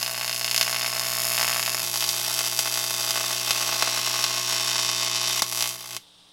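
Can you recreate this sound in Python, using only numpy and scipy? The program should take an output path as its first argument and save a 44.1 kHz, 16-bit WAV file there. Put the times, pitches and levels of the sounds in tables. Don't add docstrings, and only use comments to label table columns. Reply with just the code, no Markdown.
import sys
import numpy as np
from scipy import signal
from scipy.fft import rfft, irfft
from scipy.io import wavfile
from scipy.ndimage import uniform_filter1d

SR = 44100
rng = np.random.default_rng(int(sys.argv[2]) if len(sys.argv) > 2 else 0)


def to_wav(sig):
    pcm = np.clip(np.atleast_2d(sig), -1, 1) * 32767
    pcm = np.round(pcm).astype(np.int16)
    wavfile.write(sys.argv[1], SR, pcm.T)


N = 278712
T = np.arange(N) / SR

# start_s, level_db
CURRENT = [(0, -4), (.4, -3.5), (.6, -2), (.98, -2), (1.25, -0.5), (1.5, -0.5), (1.72, -1.5), (1.83, -1.5),
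           (1.92, -1.9), (2.8, -1.58), (4.9, 0.2), (5.33, -0.2), (5.45, -3), (5.6, -1.5), (5.7, -3.5),
           (5.85, -11), (5.96, -3)]
# start_s, level_db
STRIKE = [(0, -6), (.5, 1), (.72, -1.5), (.88, -4), (1.04, -5.5), (1.3, -2.5), (1.44, -4), (1.8, -2.5),
          (2, -3), (2.5, -1.5), (3.1, -0.5), (3.5, -3), (4.9, 5), (5.3, 4.5), (5.47, -5), (5.63, 1),
          (5.78, -15.5), (5.96, -15)]
# start_s, level_db
BODY = [(0, 3.5), (.6, -5), (.95, 9), (1.25, 5.5), (1.45, 7), (1.8, 4), (2.2, -3.5), (3.2, 3), (3.85, 4.5),
        (4.45, -3), (5.3, -5), (5.5, -1), (5.62, -9.5), (5.96, 9)]
# start_s, level_db
TREBLE = [(0, 2.5), (.95, 1.5), (1.25, 6), (1.5, 3.5), (1.9, 2.5), (2.9, 1), (3.7, -3.5), (5.25, -20),
          (5.5, 1.5), (5.96, -2.5)]
# start_s, scatter_db
UNREST = [(0, -4.5), (.9, 3.5), (1.2, -3), (1.5, 3), (1.9, 7.5), (3.5, 5), (4.6, 5), (5.2, 5.5), (6, 6.5)]
# start_s, low_db, middle_db, ring_db, treble_db
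SPITS = [(0.0288, -8, -7.5, -2, -4), (0.0623, -10, -6, -5, -10), (0.1454, -9, -9, -13, -16),
         (0.178, -8.5, -11, -15, -9), (0.2121, -6, -4.5, -19, -10), (0.2286, -9, -10, -23, -11),
         (0.2457, -8.5, -16, -5, -7), (0.2788, -10, -6, -7, -6.5), (0.2954, -6.5, -10, -4, -8),
         (0.3123, -11, -7, -11, -10), (0.3287, -13, -7.5, -5.5, -9), (0.3622, -22, -7, -7, -7.0),
         (0.4123, -7.5, -10, -6, -9), (0.4453, -9, -5, -2, -6), (0.4789, -9, -3, -10, -12),
         (0.5124, -10, -2.5, -1.0, -2), (0.5454, -5.5, -1, -9, 0), (0.563, -11, -3, 0, 1),
         (0.5785, -6, -3, 2, 2), (0.612, -0.5, 3, 3, 1.5), (0.6285, -6, -4, 0.5, -1.0),
         (0.6788, -3, -4.5, -13, -6), (0.6956, -5, -14, -7.0, -6), (0.7285, -4, -9, -4, -9),
         (0.7454, -5.5, -6, -11, -7), (0.7624, -6.5, -2, -6, -10), (0.812, -6, -3, -8, -13),
         (0.8289, -5.5, -10, -7, -12), (0.8455, -4, -11, -13, -11), (0.8621, -8, -5, -5, -11),
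         (0.9957, -8, -12, -3.0, -2.0), (1.379, -3.5, -1, -7, -3.0), (1.3955, -1.5, -11, -5, -4),
         (1.4122, 0.5, -5, -2.0, -3), (1.4292, -1, -6, -12, -1), (1.4458, -2, -4, -18, -4),
         (1.4789, -2, -3, -8, -3), (1.4956, -1.5, -10.5, -5, -5), (1.5121, -4, -12, -12, -6),
         (1.5289, -6, -1, -15, -8), (1.5622, -1.5, -10, -8, -9), (1.5955, -2, -6, -9, -3),
         (1.6282, -7, -4, -5, -5), (1.662, -10, -3, -7, -4), (1.6949, -9, -8, -5.5, -4),
         (1.7463, -2.5, -15, -4, -3), (1.941, -9, -17, -7, -4), (1.958, -9.5, -14, -7, -6),
         (1.9742, -14, -15, -5, -6), (2.0073, -16, -7, -6, -3.5), (2.0243, -7, -7, -10, -6),
         (2.041, -9, -12, -3, -5), (2.0909, -15, -12, 0, -2), (2.391, -8.5, -7, -6.5, -0.5),
         (2.591, -5.5, -5.5, -0.5, 4), (2.741, -13.5, -11, -6, -3.5), (3.1076, -8, -9, -4, -3),
         (3.5078, -3, 0.5, 0, 1), (3.8241, 3, -6, 0.5, -1), (4.241, -4, -6, 2.5, -3), (5.421, 0, -23, 2, 2),
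         (5.4246, -25, -13, -5, -11), (5.5245, -12, -13, -12, -6), (5.6077, -11, -6, -3.5, -4),
         (5.6244, -8, -8, -2, -1.5), (5.6412, -12, -6, -14, -7), (5.6579, -10, -9, -13, -8),
         (5.6745, -15, -16, -11, -5), (5.6912, -27, -11, -16, -6), (5.8412, -22, -27, -32, -23),
         (5.8582, -23, -30, -28, -17), (5.9078, -21, -19, -20, -13.5), (5.9248, -27, -22, -26, -17),
         (5.9656, -15, -12.5, -12, -8)]
SPIT_EDGES_HZ = (2200, 3600, 5700)
# start_s, end_s
MISFIRE_S = (5.404, 5.42)
# start_s, level_db
SIZZLE = [(0, -5), (.45, -10.5), (.6, -6), (1.0, -5), (1.3, -4), (1.95, -7.5), (2.35, -1.5), (2.6, -7.5),
          (3.75, 0.5), (4.35, -2), (4.55, -1.5), (4.8, -2.5), (5.2, -7), (5.39, 2.5), (5.46, -12.5),
          (5.96, -14.5)]
# freq_hz, level_db
SIZZLE_COLOUR = [(40, -12), (200, 2.5), (1200, 0), (3200, 0), (5200, -2), (8000, -3.5), (15000, -2.5)]
# freq_hz, level_db
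SNAP_EARLY = [(30, -60), (60, -41), (200, -18), (450, -17), (650, -9.5), (1200, -6.5), (2000, -5),
              (3000, -7), (5200, -1), (8500, -5.5), (12000, -4.5), (15700, -16.5)]
SNAP_LATE = [(30, -54), (60, -49), (200, -13.5), (450, -11), (650, -6.5), (1200, -2.5), (1700, -4.5),
             (2200, -4), (3000, -2.5), (5200, -0.5), (8500, -3), (12000, -5), (15700, -9)]
# freq_hz, width_hz, level_db
RING_EARLY = [(660, 60, 5), (840, 100, 3), (1120, 120, 5), (1560, 100, 2), (2220, 70, 5), (2380, 100, -6),
              (2560, 220, 5), (2780, 350, 6), (3120, 120, 5), (3420, 200, -2), (3660, 150, 4),
              (4340, 150, 4), (5000, 400, 8), (5400, 200, 3), (6900, 300, 8), (7800, 200, 3),
              (8300, 900, -5), (10500, 200, 4), (11200, 200, 4)]
RING_LATE = [(660, 60, 6), (840, 100, 4), (1100, 100, 5), (1320, 80, 2), (1540, 120, 3.5), (2100, 150, 6),
             (2340, 100, -5), (2560, 220, 7), (2880, 400, 3), (3180, 120, 9), (3620, 200, 7.5),
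             (4080, 150, 6), (4360, 120, -3), (4790, 420, 9), (5170, 160, -4), (5440, 300, 6),
             (5740, 400, 6), (6120, 250, 3), (6420, 200, 3), (6880, 220, 7), (7300, 200, -4),
             (7680, 250, 6), (8500, 250, 3), (9930, 150, 6), (10980, 400, 6), (11760, 800, 5)]
# freq_hz, level_db
ECHO_COLOUR = [(200, 17.5), (700, -1.5), (1800, 4), (3300, 5.5), (4200, 8.5), (5000, -8.5), (6000, 1),
               (8000, 5.5), (15000, -4)]
# start_s, level_db
PUFFS = [(0.615, -47), (0.996, -50), (1.412, -48), (1.83, -49), (2.591, -42), (3.508, -33), (3.822, -59),
         (5.422, -27)]
# mains_multiple, before_skip_db, after_skip_db
HUM = [(2, 1.8, 0.6), (3, -13.5, -7.5), (4, -7.5, -11.5), (5, -13, -14), (6, -4.5, -3.5), (7, -5, -6),
       (11, -5, -5), (14, -8, -8), (18, -1, 1)]
# mains_multiple, rms_db
IDLE = [(2, -76), (3, -72), (5, -73), (7, -78), (14, -79), (19, -78)]
# freq_hz, level_db
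GAS = [(260, -25), (450, -4), (650, -3), (1000, -4), (1800, -11), (2400, -10), (3000, 0), (3200, 3),
       (3700, 6), (4400, -4), (4750, -1), (5050, -5), (5400, -3), (6000, -10), (7300, -13), (8600, -7),
       (11500, -19), (15500, -28)]

MAINS_HZ = 60
SKIP_S, OUT_S = 1.83, 5.96
EARLY_LAG_S, LATE_LAG_S = .01195, .00755
HALF_CYCLE_S = .00709
RELIGHT_S_PER_DB = .00002
BODY_SCATTER_SHARE = .9
SUCTION_HZ = 2000
PANEL_ECHO_S = .00456
HUM_FADE_DB_PER_S = 327
GAS_RMS_DB = -55
TOP_HZ = 16000


def undb(db):
    return 10 ** (np.asarray(db) / 20)


def unit(x):
    return x / np.sqrt(np.sum(x ** 2))


def curve(table, t):
    return np.interp(t, *np.transpose(table))


def spectrum_db(points, hz):
    f, db = np.transpose(points)
    return np.interp(np.log(hz + 1), np.log(f), db)


def coloured(x, colour):
    hz = np.arange(N // 2 + 1) * SR / N
    out = irfft(rfft(x) * undb(spectrum_db(colour, hz)), N)
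    return out / out.std()


def band(x, hz, kind, order=2):
    sos = signal.butter(order, min(hz, .45 * SR), kind, fs=SR, output="sos")
    return signal.sosfiltfilt(sos, x)


def walk(t, rate_hz):
    knots = rng.standard_normal(int(rate_hz * N / SR) + 2)
    return np.interp(t * rate_hz, np.arange(len(knots)), knots)


def tail(t, t60_s, arrival_s):
    decay = np.exp(-np.log(1000) * t / t60_s)
    return unit(rng.standard_normal(len(t)) * decay * (t > arrival_s))


def clicks(times, sizes, order=6):
    at = np.floor(times * SR).astype(int)[:, None] + np.arange(1 - order, order + 1)
    off = at - times[:, None] * SR
    shape = np.sinc(off) * np.cos(np.pi * off / (2 * order)) ** 2
    return np.bincount(np.clip(at, 0, N - 1).ravel(), (sizes[:, None] * shape).ravel(), N)


def snaps(times, db, body_db, treble_db, body_hz=2300, treble_hz=8300):
    size = undb(db)
    body = band(clicks(times, size * (undb(body_db) - 1)), body_hz, "low")
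    treble = band(clicks(times, size * (undb(treble_db) - 1)), treble_hz, "high")
    return clicks(times, size) + body + treble


def strike_times(delay_s):
    cycles = np.arange(-1, N / SR * MAINS_HZ) / MAINS_HZ + delay_s
    early, late = cycles + EARLY_LAG_S, cycles + LATE_LAG_S
    early = early[(early > 0) & (early < SKIP_S)]
    late = late[(late > SKIP_S) & (late < OUT_S)]
    times = np.r_[early, late]
    spit_gap_s = np.abs(times[:, None] - np.array(SPITS)[:, 0]).min(axis=1)
    return times[spit_gap_s > HALF_CYCLE_S / 2]


def first_strikes(level_db=-3.5, body_db=4.5, treble_db=-0.5, treble_scatter_db=4.0, flare_db_per_db=0.46,
                  spread_limit=0.87, jitter_s=.000014, drift_s=.000035):
    times = strike_times(0)
    db, body, treble, scatter = (curve(table, times) for table in (STRIKE, BODY, TREBLE, UNREST))
    late, big, full, bright = np.minimum(rng.standard_normal((len(times), 4)), spread_limit).T
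    times = times + jitter_s * late + drift_s * walk(times, 2.98)
    db = db + scatter * big
    body = body + body_db + BODY_SCATTER_SHARE * scatter * full
    treble = treble + treble_db + treble_scatter_db * bright - flare_db_per_db * db
    return -snaps(times, db + level_db, body, treble)


def second_strikes(early_db=-2.0, late_db=1.5, db_per_current_db=2.5, suction_gain=1.6,
                   suction_scatter_db=2.0, treble_db=-1.5, treble_share=1.56, flare_db_per_db=0.47,
                   scatter_db=0.0, jitter_s=.00001, drift_s=.00002):
    times = strike_times(HALF_CYCLE_S)
    current, treble = (curve(table, times) for table in (CURRENT, TREBLE))
    late, big, full = rng.standard_normal((len(times), 3)).T
    times = times - RELIGHT_S_PER_DB * current + jitter_s * late + drift_s * walk(times, 3.24)
    db = db_per_current_db * current
    treble = treble_db + treble_share * treble - flare_db_per_db * db
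    db = db + np.where(times < SKIP_S, early_db, late_db) + scatter_db * big
    keep = np.exp(-2 * np.pi * SUCTION_HZ / SR)
    pulls = clicks(times, suction_gain * undb(db + suction_scatter_db * full))
    suck = signal.lfilter([0, 1 - keep], [1, -keep], pulls)
    return snaps(times, db, 0, treble) - suck


def sizzle(early_db=-25, late_db=-24.5, scatter_db=2.0, grain_db=4.5, rest_db=-17):
    db = curve(SIZZLE, T) + np.where(T < SKIP_S, early_db, late_db) + scatter_db * walk(T, MAINS_HZ)
    since_s = (T - np.where(T < SKIP_S, EARLY_LAG_S, LATE_LAG_S)) % (1 / MAINS_HZ)
    gate = np.where(since_s < HALF_CYCLE_S, 1, undb(rest_db)) * (T < OUT_S)
    grains = rng.standard_normal(N) * undb(grain_db * rng.exponential(size=N).clip(0, 5))
    return coloured(grains, SIZZLE_COLOUR) * gate * undb(db)


def register(x, k):
    def below(edge):
        return band(x, SPIT_EDGES_HZ[edge], "low", order=4)

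    upper = below(k) if k < len(SPIT_EDGES_HZ) else x
    return upper - (below(k - 1) if k > 0 else 0)


def spits(response, during):
    times, *levels = np.transpose(SPITS)
    padded = np.pad(response, 512)
    out = 0
    for k, db in enumerate(levels):
        flares = register(clicks(times, undb(db)) * during, k)
        out = out - flares / np.linalg.norm(register(padded, k))
    return out


def underbody(colour, rings, near_db=-3, near_t60_s=0.0094, floor_db=-5, floor_t60_s=0.052,
              panel_db=-6, panel_hz=3200, size=16384):
    t = np.arange(size) / SR
    hz = np.arange(size // 2 + 1) * SR / size
    panel = undb(panel_db) * np.exp(-2j * np.pi * hz * PANEL_ECHO_S) / (1 + (hz / panel_hz) ** 4)
    direct = 1 + panel
    diffuse = undb(near_db) * tail(t, near_t60_s, .0008) + undb(floor_db) * tail(t, floor_t60_s, 0.0014)
    wet = undb(spectrum_db(ECHO_COLOUR, hz))
    echoes = direct + wet * rfft(diffuse)
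    wet_power = wet ** 2 * np.sum(diffuse ** 2)
    power = np.abs(echoes) ** 2 * (1 + wet_power) / (np.abs(direct) ** 2 + wet_power)
    fine, broad = uniform_filter1d(power, size=15), uniform_filter1d(power, size=81)
    share = np.clip(hz / 4500, 0, 1)
    flattening = np.sqrt((1 - share) * fine + share * broad)
    peaks = sum(peak / (1 + (2 * (hz - f) / width) ** 2) for f, width, peak in rings)
    db = spectrum_db(colour, hz) + uniform_filter1d(peaks, size=21)
    cepstrum = irfft(np.log(undb(db) / flattening))
    cepstrum[1:size // 2] *= 2
    cepstrum[size // 2 + 1:] = 0
    return unit(irfft(echoes * np.exp(rfft(cepstrum))))


def garage(arc, wall_db=-16, wall_t60_s=0.26, hand_db=-15, hand_t60_s=0.0085, count=9, size=16384):
    t = np.arange(size) / SR
    out = arc + undb(wall_db) * signal.fftconvolve(arc, tail(t, wall_t60_s, 0.0028))[:N]
    place = np.linspace(0, count - 1, N)
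    for k in range(count):
        nearness = np.sqrt(np.maximum(1 - np.abs(place - k), 0))
        echo = signal.fftconvolve(arc * nearness, tail(t, hand_t60_s, 0.00056))[:N]
        out = out + undb(hand_db) * echo
    return out


def puffs(length_s=0.00049):
    out = np.zeros(N)
    for start_s, db in PUFFS:
        age = np.maximum(T - start_s, 0) / length_s
        out += undb(db) * age * (2 - age) * np.exp(-age) * 2
    return out


def mains(partials, load_db=0, lag_s=0):
    out = 0
    for k, db in partials:
        wave = np.sqrt(2) * np.sin(2 * np.pi * (round(k) * MAINS_HZ * (T - lag_s) + rng.random()))
        out = out + wave * undb(db + load_db * (1 + k / 20))
    return out


def welder(hum_db=-48.0):
    def across_skip(values):
        return np.interp(T, [SKIP_S, SKIP_S + HALF_CYCLE_S], values)

    load_db = curve(CURRENT, T) - HUM_FADE_DB_PER_S * np.maximum(T - OUT_S, 0)
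    partials = [(k, across_skip(levels)) for k, *levels in HUM]
    load_hum = mains(partials, load_db, across_skip([EARLY_LAG_S, LATE_LAG_S]))
    return undb(hum_db) * load_hum + mains(IDLE)


def gas(fan_rms_db=-71, fan_hz=280):
    rush = band(rng.standard_normal(N), fan_hz, "low")
    hiss = coloured(rng.standard_normal(N), GAS)
    return hiss * undb(GAS_RMS_DB) + rush / rush.std() * undb(fan_rms_db)


def scene(early_db=0, late_db=-1, early_spit_db=0.0, late_spit_db=2.0, misfire_db=-12):
    burning = np.where((T > MISFIRE_S[0]) & (T < MISFIRE_S[1]), undb(misfire_db), 1)
    buzz = burning * (first_strikes() + second_strikes() + sizzle())
    stages = ((T < SKIP_S, SNAP_EARLY, RING_EARLY, early_db, early_spit_db),
              (T >= SKIP_S, SNAP_LATE, RING_LATE, late_db, late_spit_db))
    arc = 0
    for during, colour, rings, buzz_db, spit_db in stages:
        response = underbody(colour, rings)
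        pulses = undb(buzz_db) * buzz * during + undb(spit_db) * spits(response, during)
        arc = arc + signal.fftconvolve(pulses, response)[:N]
    return (garage(arc) + puffs() + welder() + gas())[None]


def record(dry):
    low_pass = signal.ellip(10, .2, 80, TOP_HZ, fs=SR, output="sos")
    return signal.sosfilt(low_pass, np.clip(dry, -1, 1))


dry = scene()
out = record(dry)
to_wav(out)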